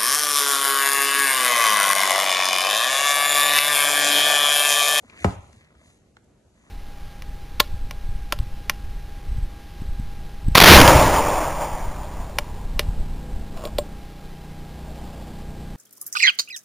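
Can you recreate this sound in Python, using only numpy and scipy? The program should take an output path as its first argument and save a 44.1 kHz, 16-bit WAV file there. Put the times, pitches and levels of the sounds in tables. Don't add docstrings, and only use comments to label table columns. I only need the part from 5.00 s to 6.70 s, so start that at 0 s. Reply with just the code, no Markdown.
import sys
import numpy as np
from scipy import signal
from scipy.fft import rfft, irfft
from scipy.io import wavfile
from scipy.ndimage import uniform_filter1d

SR = 44100
rng = np.random.default_rng(int(sys.argv[2]) if len(sys.argv) > 2 else 0)


def wrap_up_sound(samples):
    columns = np.atleast_2d(samples).T
    tamed = np.clip(columns, -1, 1)
    steps = np.round(tamed * 32767).astype(np.int16)
    wavfile.write(sys.argv[1], SR, steps)


def boost_factor(decibels):
    exponent = np.asarray(decibels, float) / 20
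    return 10 ** exponent


N = 74970

KNOCK_S = 0.2443
PAN_DB = 3
ALIKE_HZ = 500


def unit(x):
    return x / np.sqrt(np.mean(x ** 2))


def curve(rows, at, log=False):
    a, b = np.array(rows, float).T
    return np.interp(np.log(at), np.log(a), b) if log else np.interp(at, a, b)


def band(x, hz, width):
    return signal.lfilter(*signal.iirpeak(min(hz, 0.45 * SR), max(hz / width, 0.3), SR), x)


def resonate(x, hz, width):
    return unit(band(band(x, hz, width), hz, width))


def walk(rate):
    hold = int(SR / rate)
    steps = np.repeat(rng.standard_normal(N // hold + 1), hold)
    return 1.1 * uniform_filter1d(uniform_filter1d(steps, hold), hold)[:N]


def pair(hz, width, size=N):
    mid, side = band(rng.standard_normal((2, size)), hz, width)
    alike = 1 / (1 + (hz / ALIKE_HZ) ** 2)
    return unit(np.sqrt(1 + alike) * mid + np.sqrt(1 - alike) * side * np.array([[1], [-1]]))


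def ports(x, pan_db):
    lag_s = 0.00017
    hz = np.fft.rfftfreq(N, 1 / SR)
    side = np.array([[-0.5], [0.5]])
    delay = np.exp(-2j * np.pi * hz * lag_s * side)
    shade = boost_factor(-side * pan_db * hz / (hz + ALIKE_HZ))
    return irfft(rfft(x) * delay * shade, N)


def ring(t, hz, t60, rise):
    t = np.maximum(t, 0)
    return (1 - np.exp(-t / rise)) * 1000. ** (-t / t60) * np.sin(2 * np.pi * hz * t)


def glide(u, hz, level):
    on = (u >= 0) & (u < level[-1][0])
    return on * boost_factor(curve(level, u)) * np.sin(2 * np.pi * np.cumsum(on * hz) / SR)


def friction(t, effort, rings, rate, patchy_db):
    slips = (rng.random((2, N)) < rate / SR) * rng.standard_normal((2, N))
    slips = ports(slips[0], PAN_DB / 2) + 0.31 * slips[1] * np.array([[1], [-1]])
    sound = 0
    for hz, width, db in rings:
        sound = sound + boost_factor(db + patchy_db * walk(25)) * resonate(slips, hz, 1.34 * width)
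    return unit(sound) * boost_factor(curve(effort, t))


def hum():
    # f/Hz, level/dB per Hz
    hum_colour = [(25, -14), (60, 0), (200, -6), (600, -16), (1200, -34), (3500, -39), (6800, -35),
                  (11800, -39)]
    out = 0
    for hz in 28 * 2 ** np.arange(0, 8.8, 1 / 3):
        flicker = boost_factor(curve(hum_colour, hz, True) + 1.8 * walk(12))
        out = out + flicker * np.sqrt(hz) * pair(hz, hz / 5)
    return unit(out) * boost_factor(-58)


def drag(t):
    # t/s, level/dB
    drag_effort = [(0, -75), (.07, -58.5), (.12, -53), (.19, -47), (.24, -47), (0.358, -86), (0.619, -58),
                   (.72, -71), (.88, -66.5), (0.998, -75), (1.27, -100), (1.5, -92), (1.58, -68.5),
                   (1.7, -67)]
    # f/Hz, width/Hz, level/dB
    drag_rings = [(1500, 1800, 6), (1960, 760, 14.5), (2600, 800, -28)]
    return friction(t, drag_effort, drag_rings, rate=1500, patchy_db=2.1)


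def shuffle(t):
    # t/s, level/dB
    shuffle_effort = [(0, -66), (.05, -62), (.2, -50), (.45, -56.5), (.6, -66.5), (.78, -63.5), (.9, -65),
                      (1, -86), (1.5, -77.5), (1.7, -58)]
    # f/Hz, width/Hz, level/dB
    shuffle_rings = [(335, 340, -2), (614, 230, -5), (956, 540, -3)]
    return friction(t, shuffle_effort, shuffle_rings, rate=800, patchy_db=2.1)


def rustle(t):
    # t/s, level/dB
    rustle_effort = [(0, -65.5), (.12, -65), (0.212, -51), (0.308, -48.5), (0.369, -61), (.55, -62),
                     (.72, -74.5), (0.879, -59.5), (1.05, -74), (1.35, -79.5), (1.7, -66.5)]
    # f/Hz, width/Hz, level/dB
    rustle_rings = [(4300, 3400, 1.5), (6634, 1800, 1), (8090, 1900, -1), (10170, 5000, -9.5)]
    return friction(t, rustle_effort, rustle_rings, rate=6000, patchy_db=1.8)


def ticks(t):
    # t/s, level/dB, f/Hz, t60/s, pan/dB
    claw_ticks = [
        (.033, -45.5, 765, 0.031, -1),
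        (0.098, -40, 2374, 0.0098, 18),
        (0.5287, -51, 6300, 0.0086, 6),
        (.5307, -50.5, 2050, 0.011, 16),
        (0.645, -60, 4300, 0.011, -16),
        (0.7518, -46, 1500, 0.0058, 12),
        (.881, -65.5, 4800, 0.0084, -2.5),
        (1.167, -59, 4050, 0.0056, -30.5),
        (1.243, -62, 7640, 0.0098, -10.5),
    ]
    # t/s, level/dB, f/Hz, t60/s, pan/dB
    firm_tap = [
        (1.1690, -32, 1450, .006, 1.5),
        (1.1698, -44, 800, .014, 1.5),
        (1.1700, -50, 480, .03, 1.5),
    ]
    out = 0
    for start, db, hz, t60, pan_db in [*claw_ticks, *firm_tap]:
        u = np.maximum(t - start, 0)
        noise = resonate(rng.standard_normal(N), hz, 1.6 * hz)
        grit = min(hz / 9000, 0.6) * (t > start) * 1000. ** (-u / (3.5 * t60)) * noise
        out = out + ports(boost_factor(db) * (ring(u, hz, t60, 0.00017) + grit), pan_db)
    return out


def rocks(t):
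    # t/s, level/dB, f/Hz, length/cycles
    bumps = [(.036, -47, 499, 5), (.044, -47, 242.6, 5.3), (0.205, -40.5, 77, 7.2), (.248, -17, 250, 3.8),
             (.343, -32, 85.4, 3), (0.386, -32.5, 87, 1.23), (0.471, -48, 72, 5.7),
             (.535, -50.5, 225.8, 6.6), (.565, -44, 100, 3), (0.754, -52.5, 70, 3.6),
             (.865, -54.5, 75, 2.9), (1.081, -60, 70, 1.4)]
    out = 0
    for start, db, hz, cycles in bumps:
        progress = np.clip((t - start) * hz / cycles, 0, 1)
        swell = np.sin(np.pi * progress ** 0.61)
        out = out + boost_factor(db) * swell * np.sin(2 * np.pi * hz * (t - start))
    return out


def bending_wave(t):
    # t/s, level/dB
    sweep_level = [(0, -14.5), (.002, -2.5), (.0035, -3), (.0052, -0.5), (.007, -29), (0.011, -50)]
    end_hz, extra_hz, fall_s = 328.3, 2960, 0.002868 / 2
    u = t - KNOCK_S
    return boost_factor(-5.5) * glide(u, end_hz + extra_hz * np.exp(-np.maximum(u, 0) / fall_s), sweep_level)


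def floor_boom(t):
    # t/s, level/dB
    boom_level = [(0, -10), (.004, -17), (.03, -15.5), (.043, -18.5), (.052, -40), (.09, -52)]
    late_s, top_hz, end_hz, fall_s = 0.0035, 159.4, 72, 0.012
    u = t - KNOCK_S - late_s
    sag = np.exp(-np.maximum(np.maximum(t - KNOCK_S, 0) - late_s, 0) / fall_s)
    return -glide(u, end_hz + (top_hz - end_hz) * sag, boom_level)


def box_body(t):
    # f/Hz, level/dB, t60/s
    box_modes = [(180.5, -5.5, 0.16), (275.3, -13, 0.19), (411.5, -5.5, 0.091), (595, -8, 0.041),
                 (695.4, -9.5, 0.1), (808.6, -10.5, 0.12), (1040, -12.5, 0.061), (1244, -19.5, 0.28)]
    late_s_at_100hz = 0.008
    u = np.maximum(t - KNOCK_S, 0)
    out = 0
    for k, (hz, db, t60) in enumerate(box_modes):
        late = late_s_at_100hz * np.sqrt(100 / hz)
        out = out + (-1) ** k * boost_factor(db) * ring(u - late, hz, t60, 0.0009)
    return boost_factor(-12.5) * out


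def knock(t):
    u = np.maximum(t - KNOCK_S, 0)
    noise = unit(band(rng.standard_normal(N), 5500, 7000))
    crack = (u > 0) * boost_factor(-27.5) * 1000. ** (-u / 0.041) * noise
    return bending_wave(t) + floor_boom(t) + crack + box_body(t)


def flap(t):
    # f/Hz, level/dB, t60/s
    flap_modes = [(520, -17, .05), (1000, -15, .03), (1320, -20, .04), (1750, -24, .04)]
    modes = sum(boost_factor(db) * ring(t - KNOCK_S - 0.9 / hz, hz, t60, 0.0008) for hz, db, t60 in flap_modes)
    return modes * np.array([[1.2], [-0.8]])


def crunch(t):
    u = np.maximum(t - KNOCK_S, 0)
    noise = resonate(rng.standard_normal((2, N)), 2130, 1700)
    fade = np.clip(u / 0.0013, 0, 1) * 1000. ** (-u / 0.04)
    return boost_factor(-30) * fade * (noise + noise[::-1])


def room(x):
    # f/Hz, t60/s
    room_t60 = [(60, 0.74), (250, 0.21), (600, 0.416), (1100, 0.47), (1600, 0.16), (2800, 0.65),
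                (7500, 0.29)]
    # f/Hz, level/dB
    room_colour = [(60, -13.5), (250, -6), (600, -5), (1100, -4), (1600, -2.5), (2800, -2), (4500, -9.5),
                   (7500, -3.5)]
    u = np.arange(SR // 2) / SR
    tail = 0
    for hz in 60 * 2 ** np.arange(0, 7.6, 0.5):
        decay = 1000. ** (-u / curve(room_t60, hz, True))
        gain = boost_factor(curve(room_colour, hz, True)) * np.sqrt(hz)
        tail = tail + gain * pair(hz, hz / 3, size=len(u)) * decay
    tail = tail * np.clip(u / 0.00517, 0, 1)
    tail = tail / np.sqrt(np.sum(tail ** 2) / 2)
    return boost_factor(-10.5) * signal.fftconvolve(x[None], tail)[:, :N]


def scene():
    t = np.arange(N) / SR
    blow, tips = knock(t), ticks(t)
    box = ports(blow + rocks(t), PAN_DB) + flap(t) + crunch(t)
    rubbing = drag(t) + shuffle(t) + rustle(t)
    return hum() + rubbing + tips + box + room(blow + tips[0] / 2)


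def thin(x, size=2048, count=8):
    # low edge, high edge f/Hz
    faint_hz = [7300, 9800]
    weak_db, faint_db, hole_db, holes_from_hz = -2.6, -113, -16, 850
    hz, _, s = signal.stft(x, SR, nperseg=size, noverlap=size * 3 // 4)
    power = (np.abs(s[:-1]) ** 2).reshape(-1, count, s.shape[1]).mean(axis=1)
    db = uniform_filter1d(10 * np.log10(power + 1e-20), size=4, axis=1)
    around = uniform_filter1d(uniform_filter1d(db, size=7, axis=0), size=9, axis=1)
    weak = db - around < weak_db
    centre = hz[:-1:count, None]
    floor_db = faint_db + (centre - faint_hz[0]) / 250
    faint = uniform_filter1d(db, size=3, axis=0) < floor_db
    faint = faint & (centre > faint_hz[0]) & (centre < faint_hz[1])
    gain = np.where((weak | faint) & (centre > holes_from_hz), boost_factor(hole_db), 1)
    s[:-1] *= np.repeat(gain, count, axis=0)
    return signal.istft(s, SR, nperseg=size, noverlap=size * 3 // 4)[1][:N]


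def band_limit(x):
    return signal.sosfilt(signal.butter(12, 13050, fs=SR, output="sos"), x)


def record(dry):
    # low edge, high edge f/Hz
    gap_hz = [8900, 9800]
    x = signal.sosfilt(signal.butter(2, 34, "high", fs=SR, output="sos"), dry)
    x = signal.sosfilt(signal.ellip(2, 1, 20, gap_hz, "bandstop", fs=SR, output="sos"), x)
    x = signal.sosfilt(signal.ellip(8, 0.2, 50, 11500, fs=SR, output="sos"), x)
    mid, side = thin((x[0] + x[1]) / 2), thin((x[0] - x[1]) / 2)
    side = signal.sosfiltfilt(signal.ellip(6, 0.2, 30, 10000, fs=SR, output="sos"), side)
    return band_limit(np.array([mid + side, mid - side]))


dry = scene()
out = record(dry)
wrap_up_sound(out)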